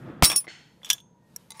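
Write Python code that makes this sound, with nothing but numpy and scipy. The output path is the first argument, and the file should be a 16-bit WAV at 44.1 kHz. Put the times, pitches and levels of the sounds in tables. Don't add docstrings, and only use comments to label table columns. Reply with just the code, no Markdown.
import sys
import numpy as np
from scipy import signal
from scipy.fft import rfft, irfft
from scipy.io import wavfile
from scipy.ndimage import uniform_filter1d, map_coordinates

SR = 44100
rng = np.random.default_rng(int(sys.argv[2]) if len(sys.argv) > 2 else 0)


def generate_wav(sig):
    pcm = np.round(np.clip(np.atleast_2d(sig).T, -1, 1) * 32767).astype(np.int16)
    wavfile.write(sys.argv[1], SR, pcm)


N = 70560
TOP_HZ, TILT_TOP_HZ = 15750, 6500
# f/Hz, level/dB
HIT_COLOUR = [(100, -19.5), (380, -6), (750, -4), (1000, 0), (1300, 3.5), (1650, -7.5), (2200, -0.5),
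              (2900, -2), (3400, 2), (4000, -3.5), (4800, 2.5), (6000, -0.5), (7200, -6.5), (8200, 0),
              (11000, -7.5), (14500, -6), (16000, -14.5)]


def clatter():
    # t/s, level/dB, tilt/(dB per octave), t60/s, ping f/Hz
    hits = [(.2238, -7.5, -6, 0.03, 724), (.2325, -14.5, .5, 0.11, 2213), (.2408, -11.5, 5, 0.031, 5010),
            (.2462, -10.5, 5.5, 0.062, 4680), (.2532, -12.5, 3.5, .024, 10030),
            (.257, -26, -0.9, .19, 4046), (.2992, -19.5, 0, .034, 3300), (.3162, -20.5, 1, .035, 2460),
            (.3268, -27.5, -2, 0.051, 3540), (.3565, -28.5, 1.5, 0.032, 8320),
            (.3605, -16.5, 18, 0.033, 5506), (.3722, -28, 6, 0.022, 8300),
            (0.3775, -25.5, 8.5, 0.022, 6800), (.401, -41, 4, 0.065, 8350), (.4412, -43.5, -5, 0.063, 2090)]
    # f/Hz, level/dB, t60/s
    frame_tones = [(2144, -9.5, .1), (4251, -2, .07), (4920, -3, .06), (4720, -2.5, .066), (5154, -2, .06),
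                   (8299, -0.5, .13), (8723, -7.5, .11)]
    out = np.zeros(N)
    for start, db, tilt, t60, hz in hits:
        ping = tone(hz) * fade(min(0.033, t60)) * rise(0.00034)
        crack = burst(colour(HIT_COLOUR, tilt, TILT_TOP_HZ), t60)
        swell = rise(.00015 * amp(0.91 * (-12 - db)))
        add(out, start, amp(db) * swell * (crack + ping))
    add(out, .2412, amp(-19) * ring(frame_tones))
    return out


def clinks():
    # t/s, level/dB, spot (0 head, 1 handle), time until damped/s
    hits = [(0.253, -16.5, 0.013, .104), (0.3609, -17, 1, 0.03), (1.571, -55, 0.44, .05)]
    # f/Hz, t60/s, level hit on the head/dB, level hit on the handle/dB
    wrench_tones = [(1145, .59, -22, -34.5), (2620, .46, -22, -30.5), (3914, .067, -.5, -30.5),
                    (5495, .37, -2, -5), (6395, .4, -25, -37), (7171, .25, -20.5, -32.5),
                    (8180, .17, -7.5, -28.5), (8875, .2, -16.5, -28), (9470, .24, 0, 0.5),
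                    (10060, .24, -10.5, 0.5), (14680, .17, -9.5, -10)]
    out = np.zeros(N)
    for start, db, spot, free_s in hits:
        firm_grip = fade(0.033, after=free_s + 0.068)
        for hz, t60, head_db, handle_db in wrench_tones:
            gain = amp(db + head_db + spot * (handle_db - head_db))
            damping = fade(0.038 * np.clip(hz / 5500, 1, 1.8) ** 2.6, after=free_s)
            add(out, start, gain * tone(hz) * fade(t60) * waver() * damping * firm_grip)
    return out


def jaw():
    # t/s, level/dB, crack tilt/(dB per octave), crack t60/s, f of the spot hit/Hz
    clicks = [(.832, -39.5, -14.5, 0.033, 3460), (.8467, -29, -3.5, 0.01, 7900),
              (.8575, -37.5, 4.5, .05, 10700), (.865, -37.5, -6, 0.15, 3460),
              (.8915, -36, 14.5, .025, 14230), (.9015, -7.5, 1, 0.025, 6000),
              (.9092, -14.5, -1.5, 0.047, 3100), (.925, -31, 3, 0.093, 9650), (.931, -18, 8, 0.027, 5655),
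              (0.981, -43, -5.5, 0.079, 3220), (1.0024, -46, 2, .04, 3460)]
    # f/Hz, level/dB, t60/s
    jaw_tones = [(1661, -16, 0.073), (3094, -7, .04), (3220, -13, 0.049), (3446, 4.5, 0.045),
                 (5210, -11.5, 0.042), (5694, -5, .038), (5950, -9.5, 0.026), (6615, -10, 0.0455),
                 (7940, -12.5, .03), (9560, -19.5, .04), (10700, -16.5, 0.038), (14230, -21, .05)]
    # f/Hz, level/dB
    crack_colour = [(150, -29.5), (900, -8), (2000, -6), (3200, 12), (4400, -4), (5700, 5.5), (8000, -2.5),
                    (12000, -2.5), (14500, -7.5), (16000, -24)]
    # f/Hz, level/dB, t60/s
    lingering_tones = [(3500, -53.5, 0.39), (6403, -40.5, 0.46), (6800, -32, .18), (7150, -39, .2),
                       (8830, -41, .27)]
    out = np.zeros(N)
    after_ring = ring(lingering_tones)
    for start, db, tilt, t60, spot_hz in clicks:
        crack_db = -5 + .15 * (db + 16.5)
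        crack = amp(crack_db) * burst(colour(crack_colour, tilt), t60)
        add(out, start, amp(db) * (amp(-4) * struck(jaw_tones, spot_hz) + crack + after_ring))
    low_cut = signal.butter(2, 500, "high", fs=SR, output="sos")
    return signal.sosfilt(low_cut, out)


def thump():
    # f/Hz, relative level/dB, t60/s
    low_tones = [(66.96, -16, .13), (161, -16, 0.11), (196.26, -24.5, 0.089), (261, -21.5, 0.074)]
    out = np.zeros(N)
    add(out, .2245, 2 * ring(low_tones) * rise(0.0022) * fade(0.026, after=.016))
    return out


def tube():
    # t/s, level/dB, t60/s
    knocks = [(0.4694, -39, 0.026), (.478, -36, 0.085), (0.818, -55, .04)]
    # f/Hz, level/dB
    knock_colour = [(80, -20), (330, 17), (550, 6.5), (750, 10.5), (1200, -13), (2050, 20.5), (2600, -11.5),
                    (4200, -5), (8000, -59)]
    # f/Hz, width/Hz, level/dB
    buzz_peaks = [(312, 100, -8.5), (800, 160, -3), (1490, 200, -1.5), (2020, 600, 3), (2624, 190, -7.5),
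                  (3107, 400, 2.5), (3960, 1500, -10), (4350, 170, 3.5), (5360, 260, -3.5), (6300, 200, -4),
                  (6990, 470, -8.5), (8300, 1500, -19.5)]
    out = np.zeros(N)
    for start, db, t60 in knocks:
        add(out, start, amp(db) * burst(colour(knock_colour), t60))
    add(out, .476, amp(-42) * resonant(buzz_peaks) * fade(0.6) * rise(0.011))
    return out


def lifting():
    # f/Hz, level/dB
    tick_tones = [(1720, -14), (2218, -16.5), (5640, 4.5), (6563, -4.5), (7772, -2)]
    # f/Hz, level/dB
    tick_colour = [(4200, -23), (5500, -1), (8700, -15), (10000, 4.5), (12400, 1), (15000, -19)]
    # t/s, level/dB, crack tilt/(dB per octave), crack t60/s, f of the spot hit/Hz
    taps = [(1.5051, -35.5, 6, 0.026, 9800), (1.519, -37.5, -0.5, 0.012, 6300), (1.546, -54, -7, .03, 2060),
            (1.5955, -36, -2, 0.12, 5850)]
    # f/Hz, level/dB, t60/s
    tap_tones = [(885, -6, .07), (2045, -2.5, 0.038), (3600, 1.5, 0.029), (3930, 0, 0.054),
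                 (4670, -0.5, 0.034), (5870, -5.5, 0.031), (6470, -4, 0.024), (7171, -13.5, .1),
                 (9560, -6.5, 0.04), (10000, -7.5, 0.069)]
    out = np.zeros(N)
    tick_ring = sum(amp(db) * tone(hz) for hz, db in tick_tones) * fade(0.017) * rise(0.00052)
    tick_crack = burst(colour(tick_colour), t60=0.019)
    add(out, 1.362, amp(-29.5) * tick_ring + amp(-30) * tick_crack)
    for start, db, tilt, t60, spot_hz in taps:
        crack = burst(colour(HIT_COLOUR, tilt, TILT_TOP_HZ), t60)
        add(out, start, amp(db) * (amp(-1.5) * struck(tap_tones, spot_hz) + amp(-3) * crack))
    return out


def rubbing():
    # t/s, level/dB
    rub_levels = [(0, -46.5), (.04, -41.5), (.095, -36.5), (.16, -42.5), (.22, -43), (.3, -42),
                  (.35, -43.5), (.4, -66.5)]
    # f/Hz, level/dB
    rub_colour = [(30, -34), (75, -21), (136, -2), (274, -10), (346, -6.5), (384, -16.5), (905, -24.5),
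                  (1440, -24.5), (5580, -56.5), (15000, -78.5)]
    # t/s, level/dB
    grind_levels = [(.29, -70), (.3, -33), (.333, -34.5), (.36, -53), (.44, -66.5), (.48, -91.5)]
    # f/Hz, width/Hz, level/dB
    grind_peaks = [(830, 490, -0.5), (1150, 130, -0.5), (1710, 300, -3), (2470, 570, -2), (3400, 400, 1.5)]
    # t/s, level/dB
    scrape_levels = [(1.49, -98), (1.505, -57), (1.535, -64.5), (1.552, -53), (1.6, -52.5)]
    # f/Hz, width/Hz, level/dB
    scrape_peaks = [(880, 60, 0.5), (963.6, 40, -5), (1140, 31, 3), (2102, 600, -14), (5490, 8000, -20.5)]
    rub = level(rub_levels) * noise(rub_colour)
    grind = level(grind_levels) * resonant(grind_peaks)
    scrape = level(scrape_levels) * resonant(scrape_peaks)
    return rub + grind + scrape


def yard(x):
    tail = rng.standard_normal(N) * fade(0.39) * rise(.005)
    dull = signal.butter(2, 4500, fs=SR, output="sos")
    return signal.fftconvolve(x, signal.sosfilt(dull, tail / np.linalg.norm(tail)))[:N]


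def background():
    # f/Hz, level/dB
    rumble_colour = [(25, -26), (181, -4), (383, -22), (450, -13.5), (790, -26), (978, -17.5),
                     (1120, -45.5), (3350, -45), (5420, -51), (6540, -42), (15000, -79)]
    # t/s, level/dB
    hiss_levels = [(0, -66.5), (.2, -80.5), (.8, -73.5), (.88, -54.5), (.95, -53.5), (1.04, -89.5),
                   (1.2, -82), (1.28, -72.5), (1.4, -64), (1.6, -75)]
    # f/Hz, level/dB
    hiss_colour = [(300, -4), (1000, 5), (2000, -0.5), (3500, -0.5), (7000, -6), (13500, -6.5),
                   (15000, -26.5)]
    # middle t/s, f/Hz, level/dB, half length/s
    faint_tones = [(1.178, 958, -67, 0.06), (1.261, 1866, -73.5, 0.06)]
    tones = sum(amp(db) * tone(hz) * np.exp(-((clock() - middle) / half) ** 2)
                for middle, hz, db, half in faint_tones)
    return amp(-61) * noise(rumble_colour) + level(hiss_levels) * noise(hiss_colour) + tones


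def burst(gain, t60):
    snap = amp(1) * fade(0.0078)
    spectrum = rfft(rng.standard_normal(N) * (fade(t60) + snap))
    local_power = np.abs(uniform_filter1d(np.abs(spectrum) ** 2, size=900))
    even = spectrum / np.sqrt(local_power + 1e-12)
    x = irfft(even * gain, N) * rise(.0001) * (clock() < 3 * t60)
    return x * np.linalg.norm(fade(t60)) / np.linalg.norm(x)


def ring(tones):
    return sum(amp(db) * tone(hz) * fade(t60) for hz, db, t60 in tones)


def struck(tones, spot_hz):
    hz, db, t60 = np.transpose(tones)
    boost_db = 10 * np.exp(-(np.log2(hz / spot_hz) / 0.14) ** 2)
    gains = amp(db + boost_db + rng.normal(0, 1, len(hz))) * rng.choice([-1, 1], len(hz))
    ringing = sum(g * tone(f) * fade(t) for g, f, t in zip(gains, hz, t60))
    return ringing * np.sqrt(2) / np.linalg.norm(gains)


def waver():
    steps_per_s = 110
    steps = rng.standard_normal(int(N * steps_per_s / SR) + 4)
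    return 1 + .13 * map_coordinates(steps, [clock() * steps_per_s])


def colour(points, tilt=0, top_hz=TOP_HZ):
    octave = np.log2(np.fft.rfftfreq(N, 1 / SR) + 1)
    hz, db = np.transpose(points)
    slope = tilt * np.clip(octave, np.log2(700), np.log2(top_hz))
    return amp(np.interp(octave, np.log2(hz), db) + slope)


def noise(points):
    return unit(irfft(rfft(rng.standard_normal(N)) * colour(points), N))


def resonant(peaks):
    f = np.fft.rfftfreq(N, 1 / SR)
    gain = sum(amp(db) / (1 + (2 * (f - hz) / width) ** 2) for hz, width, db in peaks)
    return unit(irfft(rfft(rng.standard_normal(N)) * gain / gain.max(), N))


def tone(hz):
    return np.sin(2 * np.pi * hz * clock())


def fade(t60, after=0):
    return np.exp(-np.log(1000) * np.maximum(clock() - after, 0) / max(t60, 1e-3))


def rise(seconds):
    return 1 - np.exp(-clock() / seconds)


def level(points):
    return amp(np.interp(clock(), *np.transpose(points)))


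def amp(db):
    return 10 ** (np.asarray(db) / 20)


def unit(x):
    return x / np.sqrt(np.mean(x ** 2) + 1e-20)


def clock():
    return np.arange(N) / SR


def add(out, start, x):
    i = max(0, round(start * SR))
    out[i:] += x[:max(0, N - i)]


def scene():
    metal = clatter() + clinks() + jaw() + tube() + lifting()
    return (metal + amp(-36.5) * yard(metal) + thump() + rubbing() + background())[None]


def record(dry):
    rounded = dry / (1 + dry ** 6) ** (1 / 6)
    high_cut = signal.ellip(12, .1, 90, TOP_HZ, fs=SR, output="sos")
    return signal.sosfilt(high_cut, rounded)


dry = scene()
out = record(dry)
generate_wav(out)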